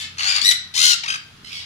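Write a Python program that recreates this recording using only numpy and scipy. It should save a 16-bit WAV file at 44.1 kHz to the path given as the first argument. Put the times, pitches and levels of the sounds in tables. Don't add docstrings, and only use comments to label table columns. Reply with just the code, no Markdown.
import sys
import numpy as np
from scipy import signal
from scipy.fft import rfft, irfft, next_fast_len
from scipy.io import wavfile
from scipy.ndimage import uniform_filter1d, map_coordinates

SR = 44100
rng = np.random.default_rng(int(sys.argv[2]) if len(sys.argv) > 2 else 0)


def wav_record(signal):
    frames = np.transpose(np.atleast_2d(signal))
    bounded = np.clip(frames, -1, 1)
    quanta = np.round(bounded * 32767).astype(np.int16)
    wavfile.write(sys.argv[1], SR, quanta)


def boost(x):
    u = np.asarray(x, float) / 20
    return 10 ** u


N = 72765
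TOP_HZ = 15700

# start_s, pitch_hz, level_db
FADING = [(0, 906, -22.5), (.028, 900, -44), (.05, 898, -37)]
HIGH = [(.182, 2150, -34), (.198, 2280, -26), (.215, 2230, -31), (.27, 2270, -23), (.295, 2500, -20),
        (.33, 2370, -22), (.343, 2350, -32), (.355, 2490, -21), (.367, 2320, -22), (.397, 2230, -36)]
LOW = [(.17, 800, -42), (.19, 859.7, -25.5), (.225, 788.5, -33), (.25, 810.6, -25), (.278, 783.2, -28),
       (.305, 788.7, -24.5), (.335, 770.3, -30.5), (.343, 800, -46), (.355, 868, -24), (.385, 818, -26.5),
       (.4, 800, -31)]
LEAD = [(.413, 2250, -30), (.417, 2290, -17), (.424, 2260, -26), (.431, 2370, -22), (.442, 2450, -27)]
ARCH = [(.434, 1750, -34), (.445, 1850, -21), (.458, 1950, -13), (.47, 2020, -15), (.485, 2045, -14),
        (.5, 2000, -12.5), (.512, 1900, -15), (.522, 1820, -22)]
BREAK = [(.51, 966, -39.5), (.518, 932, -1), (.528, 794, -34)]
LOUD = [(.738, 1036, -38), (.755, 1050, -25), (.78, 1050, -17.5), (.82, 1064, -16.5), (.86, 1085, -15.5),
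        (.89, 1050, -15.5), (.92, 984, -18), (.94, 921, -24), (.948, 920, -50)]
MATE = [(.74, 760, -37), (.78, 1180, -28), (.82, 1450, -25), (.87, 1519, -23), (.92, 1432, -21),
        (.942, 1395, -19), (.95, 1380, -40)]
CHATTER = [(1.033, 980, -29), (1.054, 900, -32), (1.057, 1380, -31), (1.075, 1250, -32), (1.079, 1570, -24),
           (1.105, 1580, -21), (1.125, 1575, -24), (1.145, 1565, -23), (1.166, 1550, -31)]
FAR = [(1.433, 1017, -70), (1.446, 1061, -42), (1.49, 1089, -42.5), (1.505, 1259, -41.5),
       (1.525, 1262, -35.5), (1.537, 1122, -37.5), (1.585, 1116, -37), (1.6, 997, -38.5), (1.65, 1000, -50)]


def unit(x):
    return x / np.sqrt(np.mean(x ** 2) + 1e-20)


def along(points, hz):
    point_hz, value = np.transpose(points)
    return np.interp(np.log(hz + 1), np.log(point_hz + 1), value)


def wobble(n, rate):
    return map_coordinates(rng.standard_normal(n // 8 + 8), [np.arange(n) * min(rate / SR, 1 / 8)])


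def filtered(x, response):
    m = next_fast_len(N + SR // 2)
    return irfft(rfft(x, m) * response(np.fft.rfftfreq(m, 1 / SR)), m)[..., :N]


def syrinx_bursts(t, rate, speeding, hoarse, rise):
    phase = (rate * t + speeding * t * t / 2 + 0.2 * hoarse * wobble(len(t), 30)) % 1
    attack = np.sin(np.pi / 2 * phase / rise)
    sag = np.cos(np.pi / 2 * (phase - rise) / (1 - rise))
    return phase, np.where(phase < rise, attack, sag)


def vocal_tract(hz, cut_hz, tilt_db, beak_hz, beak_db, tongue_hz, tongue_db):
    # hz, gain_db
    throat = [(290, -77), (500, -3.5), (3850, -1), (6750, -12), (8500, -14), (9960, -25.5), (10900, -25),
              (14100, -36), (15600, -39)]
    beak = beak_db * np.exp(-((hz - beak_hz) / 500) ** 2)
    tongue = tongue_db * np.exp(-((hz - tongue_hz) / 500) ** 2)
    tilt = tilt_db * np.log2((hz + 1) / 4000)
    low_cut = 1 + (cut_hz / (hz + 1)) ** 4
    return boost(along(throat, hz) + tilt + beak + tongue) / low_cut * (hz < TOP_HZ)


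def cry(rows, rate, speeding, depth_db, half_db, mouth, hoarse, dip, rise):
    s, hz, db = np.transpose(rows)
    first = round(s[0] * SR)
    n = min(round(s[-1] * SR), N) - first
    t = np.arange(n) / SR
    phase, burst = syrinx_bursts(t, rate, speeding, hoarse, rise)

    flat_share = 0.33
    flat = uniform_filter1d(1 - np.tanh((phase - flat_share) / 0.015), size=20) / 2
    bend = 1 - dip * flat + 0.005 * wobble(n, 59.9) + 0.16 * hoarse * wobble(n, 690)
    pitch = np.interp(t + s[0], s, hz) * bend
    half_turn = np.pi * np.cumsum(pitch) / SR

    k = np.arange(1, 38)[:, None]
    drift = np.array([wobble(n, 151.0) for _ in k])
    half_tones_db = (k % 2) * (half_db + 4 * wobble(n, 70))
    gain = vocal_tract(k * pitch / 2, *mouth) * boost((1.2 + 9 * hoarse) * drift + half_tones_db)
    tone = unit((gain * np.sin(k * half_turn + 2 * np.pi * rng.random(k.shape))).sum(0))

    mouth_gain = vocal_tract(np.fft.rfftfreq(256, 1 / SR), *mouth)
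    mouth_ring = np.fft.fftshift(irfft(mouth_gain)) * np.hanning(256)
    breath = rng.standard_normal(n) * (1 + np.sin(2 * half_turn))
    rasp = unit(signal.fftconvolve(breath, mouth_ring, "same"))

    voice = np.sqrt(1 - hoarse) * tone + np.sqrt(hoarse) * rasp
    voice = unit(voice * boost(depth_db * (burst - 1) + 1.5 * wobble(n, 200)))
    edge = np.clip(np.minimum(t, t[-1] - t) / 0.00083, 0, 1)
    return np.pad(voice * boost(np.interp(t + s[0], s, db)) * edge, (first, N - first - n))


def walls(x):
    # hz, t60_s
    wall_decay = [(500, 0.1), (2000, 0.45), (5000, 0.41), (12000, 0.14)]
    hz, t, z = signal.stft(rng.standard_normal((2, SR)), SR, nperseg=256)
    tail = signal.istft(z * boost(-60 * t / along(wall_decay, hz)[:, None]), SR, nperseg=256)[1]
    tail = tail / np.linalg.norm(tail[0])
    echo_at = rng.integers(0, 900, (2, 6))
    tail[np.arange(2)[:, None], echo_at] += 0.15 * rng.standard_normal((2, 6))
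    delayed = np.pad(x, (260, 0))[None]
    return signal.fftconvolve(delayed, tail, axes=1)[:, :N]


def to_ports(x, pan_db):
    right_lag_s, shade_hz = 0.0003236, 2900

    def path(hz):
        lag = np.array([1 + 0 * hz, np.exp(-2j * np.pi * hz * right_lag_s)])
        shade = boost(np.array([[pan_db / 2], [-pan_db / 2]]) * hz ** 2 / (hz ** 2 + shade_hz ** 2))
        return lag * shade

    return filtered(x, path)


def parrots():
    # (bursts_per_s, speeding_per_s2, burst_depth_db, half_pitch_db, walls_db)
    birds = [
        (FADING, (82.5, -10, -1, -7.5, 3)),
        (HIGH, (103, -26, 9, -10.5, -4.5)),
        (LOW, (85.5, 6.5, 23, 0.5, -2)),
        (LEAD, (78, 10, 5, -4.5, -6)),
        (ARCH, (94.5, 22, 11, -28, -5.5)),
        (BREAK, (80, 0, 56, 41, -8)),
        (LOUD, (84, -59, 10, -7.5, -5.5)),
        (MATE, (75, -26.5, -8, -31, -11)),
        (CHATTER, (41.5, 124, 12.5, -32, -9.5)),
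        (FAR, (85, -25.5, 11, -13, 0.5)),
    ]
    # mouth_cutoff_hz, brightness_db_per_octave, beak_hz, beak_db, tongue_hz, tongue_db,
    # left_over_right_db
    mouths = [(1600, -0.6, 6860, 11.5, 6530, -13.5, 1.5), (3200, -4.5, 4840, 4.5, 8500, 6, 15),
              (584, 0.5, 2790, 8, 1620, 7.5, -5), (1840, 2.5, 4600, 7.5, 6800, -4.5, 13),
              (1380, 4, 4750, 7.5, 6460, -11.5, 10), (1000, 1.5, 4000, -13, 520, -2.5, 18),
              (1840, 3.5, 4130, 1, 2560, -5.5, 6), (900, 0.4, 2660, -0.5, 6600, -1, 24),
              (800, -0.46, 2230, 6, 5550, 6, 7), (2090, -1.9, 2640, 7, 5100, 8.5, -15)]
    rasps = [(.2, .05, .2), (.11, .06, .25), (.14, .07, .25), (.12, .04, .2), (.065, .025, .35),
             (.35, .03, .14), (.06, .08, .35), (.1, .04, .3), (.09, .2, .3), (.14, .06, .15)]
    out = np.zeros((2, N))
    for (rows, (*flutter, wet_db)), (*mouth, pan_db), rasp in zip(birds, mouths, rasps):
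        x = cry(rows, *flutter, mouth, *rasp)
        out += to_ports(x, pan_db) + boost(wet_db) * walls(x)
    return out


def rush(spectrum, patchy_db):
    # hz, correlation (0-1)
    alike = [(25, 0.63), (60, 0.67), (250, 0.96), (700, 0.33), (2000, 0.071)]
    z = signal.stft(rng.standard_normal((2, N)), nperseg=512)[2]
    patches = uniform_filter1d(rng.standard_normal(z.shape[1:]), 4, 0)
    patches = unit(uniform_filter1d(patches, 10, 1))
    pair = signal.istft(z * boost(patchy_db * patches), nperseg=512)[1][:, :N]

    def colour_and_width(hz):
        angle = np.arccos(np.clip(along(alike, hz), -1, 1)) / 2
        return boost(along(spectrum, hz)) * [np.cos(angle), np.sin(angle)]

    mid, side = filtered(pair, colour_and_width)
    return unit(np.array([mid + side, mid - side]))


def town_hum():
    # hz, level_db_per_hz
    hum_spectrum = [(15, -31), (25, -9.5), (230, -5.5), (275, -14.5), (372, -17), (438, -15.5), (525, -26),
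                    (900, -25), (1170, -66), (1980, -120)]
    t = np.arange(N) / SR
    swell_db = 1.5 * wobble(N, 6.4)
    return boost(-53.5 - 1.0 * t + swell_db) * rush(hum_spectrum, patchy_db=2.0)


def far_motors():
    # hz, level_db
    motors = [(123, -56), (156, -56.5), (237, -69)]
    t = np.arange(N) / SR
    out = np.zeros(N)
    for hz, db in motors:
        level = boost(db + 0.5 - 1.7 * t + 0.84 * wobble(N, 5.8))
        out += level * np.sin(2 * np.pi * hz * t + 3.6 * wobble(N, 6.6))
    return out


def idling_engine():
    # start_s, pitch_hz, level_db
    idle = [(0.0, 90, -52), (0.022, 88.9, -51), (0.648, 88.7, -56), (0.876, 92.7, -55.5),
            (1.028, 86.6, -82), (1.144, 91.1, -72), (1.406, 92.6, -63), (1.65, 88.7, -52)]
    t = np.arange(N) / SR
    s, hz, db = np.transpose(idle)
    turn = 2 * np.pi * np.cumsum(np.interp(t, s, hz)) / SR
    return np.sqrt(2) * boost(np.interp(t, s, db)) * np.sin(turn)


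def far_flock():
    # hz, level_db_per_hz
    flock_spectrum = [(350, -22), (600, -3), (879, 0.5), (1010, 0.5), (1270, 7), (2410, 2), (3520, 5),
                      (6870, -7), (15600, -25)]
    return boost(-49.5) * rush(flock_spectrum, patchy_db=1.0)


def scene():
    return parrots() + town_hum() + far_motors() + idling_engine() + far_flock()


def ports(hz):
    # hz, left_over_right_db
    port_tilt = [(60, -0.5), (500, 0), (1400, -2.5), (3000, 1.5), (6500, 5), (8500, -6.5), (11000, -14),
                 (15000, -12)]
    # hz, width_hz, left_db, right_db
    cavities = [(8600, 400, -13, -8), (9600, 500, 3, 6), (10700, 400, -6, -6), (11500, 400, -2, 4),
                (12500, 600, -15, -13), (13700, 450, 3, 5), (14600, 300, -12, -6), (6900, 500, 2, -3)]
    tilt_db = along(port_tilt, hz) / 2 * np.array([[1.], [-1.]])
    bumps_db = 0
    for mid_hz, width_hz, left_db, right_db in cavities:
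        bumps_db = bumps_db + np.array([[left_db], [right_db]]) * np.exp(-((hz - mid_hz) / width_hz) ** 2)
    return boost(tilt_db + bumps_db) * (hz < TOP_HZ)


def roll_off(x):
    return signal.sosfilt(signal.butter(12, 15700, fs=SR, output="sos"), x)


def record(dry):
    x = filtered(dry, ports)
    x = x / (1 + np.abs(x) ** 8) ** (1 / 8)
    return roll_off(x)


dry = scene()
out = record(dry)
wav_record(out)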